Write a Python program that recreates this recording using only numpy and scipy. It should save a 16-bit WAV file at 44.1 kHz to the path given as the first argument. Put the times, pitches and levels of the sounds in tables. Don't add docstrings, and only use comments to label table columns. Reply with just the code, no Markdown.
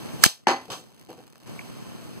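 import sys
import numpy as np
from scipy import signal
from scipy.fft import rfft, irfft
from scipy.io import wavfile

SR = 44100
rng = np.random.default_rng(int(sys.argv[2]) if len(sys.argv) > 2 else 0)


def waveform_to_disk(signal):
    frames = np.transpose(np.atleast_2d(signal))
    scaled = np.clip(frames, -1, 1) * 32767
    samples = np.round(scaled).astype(np.int16)
    wavfile.write(sys.argv[1], SR, samples)


N = 97020
T = np.arange(N) / SR
HZ = np.fft.rfftfreq(2 * N, 1 / SR)

SNAP_S, SLAP_S = .2371, .2622


def amp(db):
    return 10 ** (np.asarray(db) / 20)


def unit(x):
    return x / np.sqrt(np.mean(x ** 2) + 1e-20)


def read(points, hz):
    f, value = np.transpose(points)
    return np.interp(np.log(hz + 1), np.log(f + 1), value)


def automation(points):
    return np.interp(T, *np.transpose(points))


def colour(x, spectrum):
    cepstrum = irfft(np.log(amp(read(spectrum, HZ))))
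    cepstrum[1:N] *= 2
    cepstrum[N + 1:] = 0
    response = np.exp(rfft(cepstrum))
    return unit(irfft(rfft(x, 2 * N) * response)[..., :N])


def noise(spectrum):
    white = rfft(rng.standard_normal((2, N)))
    return unit(irfft(white * amp(read(spectrum, HZ[::2])), N))


def envelope(start, rise, hold, fall):
    return np.clip((T - start) / rise, 0, 1) * np.exp(-np.maximum(T - start - hold, 0) / fall)


def flutter(step, depth_db):
    knots = np.arange(4096) * step
    return amp(depth_db * np.interp(T, knots, rng.standard_normal(len(knots))))


def ring(start, hz, rise, fall):
    return np.sin(2 * np.pi * hz * (T - start)) * envelope(start, rise, 0, fall)


def modes(start, table, rise):
    return sum(amp(db) * ring(start + rng.random() / hz, hz, rise, t60 / np.log(1000))
               for hz, db, t60 in table)


def hall(start, spectrum, rise, linger):
    # frequency in Hz, time to fall by 60 dB in seconds.
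    decay = [(100, 0.34), (400, 0.26), (1000, 0.24), (3000, .26), (7000, 0.29), (15000, 0.36)]
    hz, t, z = signal.stft(noise(spectrum), SR, nperseg=512)
    age = np.hypot(np.maximum(t - start, 0), linger) - linger
    fade = amp(-60 * age / read(decay, hz)[:, None])
    tail = signal.istft(z * fade, SR, nperseg=512)[1][:, :N]
    return tail * np.clip((T - start) / rise, 0, 1)


def rumble():
    # frequency in Hz, level in dB per Hz.
    spectrum = [(20, -24), (60, -13), (140, 4), (250, -2), (450, -9), (900, -27), (2500, -29.5),
                (16000, -57)]
    # time in seconds, level change in dB.
    level = [(0, 11), (.22, 9.5), (.33, -18.5), (.44, -14), (.65, -11.5), (.95, -6.5), (1.43, -9),
             (1.475, 4.5), (1.62, 5.5), (2.2, 4.5)]
    bumps_per_s = 330
    bumps = rng.standard_normal(N) * (rng.random(N) < bumps_per_s / SR)
    low = colour(unit(bumps) + .5 * rng.standard_normal(N), spectrum)
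    return amp(-46 + automation(level)) * np.array([low, -low])


def crackle():
    # frequency in Hz, level in dB per Hz.
    spectrum = [(60, -5), (300, -6.5), (1200, -7.5), (2200, -11), (5000, -9), (16000, -15.5)]
    # time in seconds, level change in dB.
    level = [(.6, -31.5), (.84, 3), (.92, 0), (1.01, 4.5), (1.07, -5), (1.17, -6), (1.28, 0), (1.44, -2),
             (1.5, -31)]
    crackles_per_s, fall_s = 45, .0018
    pace = crackles_per_s * flutter(step=0.0078, depth_db=4)
    impulses = np.diff(np.floor(np.cumsum(pace) / SR), prepend=0) * rng.uniform(0.32, 1, N)
    bursts = unit(signal.lfilter([1], [1, -np.exp(-1 / (fall_s * SR))], impulses))
    return amp(-62.5 + automation(level)) * bursts * noise(spectrum)


def background():
    # time in seconds, level change in dB.
    level = [(0, 3), (.23, 3), (.3, -24.5), (.41, -21.5), (.46, -27.5), (.62, -7), (.85, -14.5),
             (1.0, -13.5), (1.05, -17), (1.12, -7.5), (1.3, -15.5), (1.44, -13.5), (1.472, -0.5),
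             (1.62, -1.5), (2.2, -2)]
    # frequency in Hz, level in dB per Hz.
    hiss_colour = [(30, -19), (120, 1), (300, 0.5), (600, -3.5), (1100, -4), (1800, -11), (2300, -10.5),
                   (3500, -11.5), (7000, -16), (10000, -18.5), (16000, -24)]
    # frequency in Hz, level in dB.
    partials = [(119, -58), (178, -62.5), (238, -57.5), (297.5, -64.5), (358, -62), (418, -65.5)]
    level_db = automation(level)
    flicker = flutter(step=0.0022, depth_db=5 * np.clip(-level_db / 9, 0, 1))
    hiss = amp(-45) * flicker * noise(hiss_colour)
    hum = sum(amp(db) * np.sin(2 * np.pi * (hz * T + rng.random())) for hz, db in partials)
    return amp(level_db) * (hiss + hum) + crackle()


def ticks():
    # start in seconds, level in dB, pitch in Hz, fall in seconds.
    events = [(.088, -42, 2200, .006), (1.592, -24, 2260, 0.0026), (1.6098, -33, 2420, 0.0019)]
    # frequency in Hz, level in dB per Hz.
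    rasp_colour = [(200, -14), (1200, -10), (1600, 0), (2600, -14), (3800, -26), (7000, -20), (14000, -31)]
    rings = sum(amp(db) * ring(s, hz, .0007, fall) for s, db, hz, fall in events)
    rasp = sum(amp(db - 13) * envelope(s, .0005, 0, fall) for s, db, hz, fall in events)
    return rings + rasp * noise(rasp_colour)[0]


def bounces():
    # frequency in Hz, level in dB per Hz.
    clack_colour = [(50, -20), (150, 4.5), (400, -0.5), (1150, 4.5), (1900, -8), (3200, 0.5), (4700, -3.5),
                    (7500, -6.5), (10000, -14.5), (16000, -20)]
    # start in seconds, level in dB.
    drops = [(.683, -43.5), (.785, -52), (1.0865, -41), (1.179, -49.5)]
    # frequency in Hz, level in dB per Hz.
    thud_colour = [(50, -16), (140, -3.5), (310, 1), (400, 0), (500, 2), (630, -9), (800, 1), (1300, -33),
                   (2500, -18), (6000, -25.5), (16000, -40)]
    # frequency in Hz, level in dB, time to fall by 60 dB in seconds.
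    floor = [(326, -3.5, 0.18), (433, -4, 0.21), (501.7, 1, 0.19), (624, -12, 0.29), (744, -4.5, 0.2)]
    clack_s, echo_delay_s = .7005, 0.015
    clack = amp(-33) * envelope(clack_s, .001, .004, 0.015) * noise(clack_colour)
    clack += amp(-32.5) * hall(clack_s + echo_delay_s, clack_colour, rise=0.0022, linger=0.013)
    thuds = 0
    for s, db in drops:
        body = amp(-1.0) * hall(s, thud_colour, rise=0.0065, linger=.012)
        thuds = thuds + amp(db) * (body + modes(s, floor, rise=0.01))
    return clack + thuds


def knock():
    # frequency in Hz, level in dB, time to fall by 60 dB in seconds.
    board_modes = [(256.4, -9, 0.35), (318.7, -7, .2), (348.4, -5, .22), (368, -5.5, 0.25),
                   (539, -6.5, 0.23), (640, -9.5, 0.17), (669.5, -0.5, 0.16), (710, -5, 0.16),
                   (766, -0.5, 0.24), (830, -10, 0.17), (864, -9, 0.32), (981, -8, .2), (1035, -6, 0.31),
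                   (1138, -10.5, 0.24), (1706, -8, 0.068), (1850, -8, 0.1), (2010, -9, 0.32)]
    # frequency in Hz, level in dB per Hz.
    edge_colour = [(80, -19), (330, -2), (900, -5), (1400, -3.5), (1950, 0.5), (2700, -5), (4500, -11.5),
                   (6300, -11.5), (8000, -23.5), (11000, -30.5), (16000, -33)]
    echo_colour = [(150, -11.5), (900, -5.5), (2000, 3), (3200, -3.5), (4700, 5.5), (7000, -6),
                   (10000, -23), (16000, -34)]
    hall_colour = [(50, -32.0), (130, -20.5), (250, -9), (350, -4.5), (450, -9), (530, -4.5), (600, -11),
                   (780, 0.0), (1050, -4), (1400, -9.5), (1900, -10), (2600, -15), (3200, -16),
                   (3750, -19.5), (4500, -15), (5500, -25), (6400, -20.5), (7500, -30.0), (8200, -33.5),
                   (9400, -30), (10500, -49), (12500, -39), (15200, -50.5)]
    # delay after the knock in seconds, level in dB.
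    reflections = [(0.0128, -19.5), (0.0238, -29.5), (.033, -30.5), (.043, -29)]
    start = .4702
    blow = -amp(0.5) * ring(start, 860, 0.0016, 0.0032)
    thump = amp(-31.5) * ring(start, 144.2, .001, 0.015)
    thump += amp(-17) * ring(start, 360, .003, 0.0091)
    board = amp(-19.5) * modes(start, board_modes, rise=0.0091)
    far_wall = amp(-15.5) * ring(start + .042, 790, .003, 0.014)

    edge = amp(-13.5) * envelope(start, 0.00055, 0.00037, 0.0033) * noise(edge_colour)
    echo_level = sum(amp(db) * envelope(start + delay, 0.00081, 0.0011, 0.0027)
                     for delay, db in reflections)
    echoes = echo_level * noise(echo_colour)
    tail = amp(-16.5) * hall(start, hall_colour, rise=0.015, linger=0.019)
    tail = tail * flutter(step=.003, depth_db=1.5)
    return blow + thump + board + far_wall, edge + echoes + tail


def puff():
    # frequency in Hz, level in dB per Hz.
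    eddy_colour = [(25, -23), (70, -10), (160, -7), (400, -5.5), (900, -16), (4000, -47)]
    push = ring(SLAP_S, 183.8, .0005, .003)
    push += amp(-15.5) * ring(SLAP_S + 0.0034, -105, .001, 0.0043)
    eddies = amp(-24.5) * envelope(SLAP_S, .002, 0.0013, 0.0051) * noise(eddy_colour)
    return amp(-4.5) * np.array([-push, 1.1 * push]) + eddies


def snap():
    # frequency in Hz, level in dB per Hz.
    crack_colour = [(100, -35), (500, -18.5), (1000, -6.5), (1600, 1), (2300, -4.5), (3000, -2.5),
                    (4200, 1), (6500, -7), (8200, -6), (10800, -5), (12500, -15), (15200, -15.5)]
    rubber_colour = [(100, -12.5), (500, -10.5), (1100, -3.5), (1900, -7), (3000, 1), (4500, -0.5),
                     (5600, -2.5), (7500, 1), (10000, -9), (15200, -10)]
    hall_colour = [(100, -24), (350, -15), (800, -5.5), (1200, -9.5), (2300, -8), (3300, -1.5), (5500, 0),
                   (7500, -4.5), (11000, -11), (15200, -17.5)]
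    # frequency in Hz, level in dB, time to fall by 60 dB in seconds.
    rifle_modes = [(1210, -6, .14), (2818, -4, .1), (3928, 0, .12), (4240, 0, .14), (4537, 0, .14),
                   (4694, -2, .13), (4849, -1, .14), (5020, -1, .12), (6250, -4, .14), (7520, -6, .13)]
    swell_db_per_s, hall_t60_s = 856, 0.22
    swish = amp(-25.5 - swell_db_per_s * abs(SNAP_S - T)) * (T < SNAP_S)
    flap = amp(-19.5) * envelope(SNAP_S, .001, .027, 0.0018) * flutter(step=.0015, depth_db=2.7)
    slap = amp(-15.5) * envelope(SLAP_S, 0.0005, 0.00075, 0.00044)
    rubber = (swish + flap + slap) * noise(rubber_colour)
    crack = amp(3) * envelope(SNAP_S, 0.00032, 0.0034, .0005) * noise(crack_colour)
    tail = amp(-17) * envelope(SNAP_S, 0.017, 0, hall_t60_s / np.log(1000)) * noise(hall_colour)
    rifle = amp(-30.5) * modes(SNAP_S, rifle_modes, rise=.002)
    return crack + rubber + tail + rifle


def ports(direct, diffuse):
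    # frequency in Hz, lead of the left port in radians.
    port_phase = [(0, -.3), (500, -.4), (1100, -.6), (1500, -1.1), (1700, .3), (1920, 2.3), (2300, 1.4),
                  (2800, -.8), (3200, -1.8), (3600, -3.14)]
    # frequency in Hz, likeness from 0 to 1.
    likeness = [(50, 0.27), (350, .93), (1050, 0.9), (1500, 0.2), (2100, .94), (2550, 0.36), (3200, 0.91),
                (15000, .93)]
    delay_s = .000562
    near = rfft(direct, 2 * N)
    a, b = rfft(diffuse, 2 * N)
    same = np.clip(read(likeness, HZ), 0, 1)
    left = near + same * a + np.sqrt(1 - same ** 2) * b
    right = near + a

    f, turn = np.transpose(port_phase)
    lead = np.interp(HZ, f, turn) - 2 * np.pi * delay_s * np.maximum(HZ - f[-1], 0)
    step = np.diff(lead, prepend=0)
    lag = np.cumsum(np.maximum([-step, step], 0), axis=1)
    return irfft(np.array([left, right]) * np.exp(-1j * lag))[:, :N]


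def scene():
    direct, diffuse = knock()
    heard = ports(direct + ticks(), diffuse + snap() + bounces() + background())
    return heard + puff() + rumble()


def record(dry):
    overload, low_cut_hz, edge_hz = 0.99, 65, 15600
    clipped = np.clip(dry, -overload, overload)
    low_cut = signal.butter(1, low_cut_hz, "high", fs=SR, output="sos")
    band_limit = signal.firwin(511, edge_hz, window=("kaiser", 9), fs=SR)
    return signal.oaconvolve(signal.sosfilt(low_cut, clipped), band_limit[None], "same")


dry = scene()
out = record(dry)
waveform_to_disk(out)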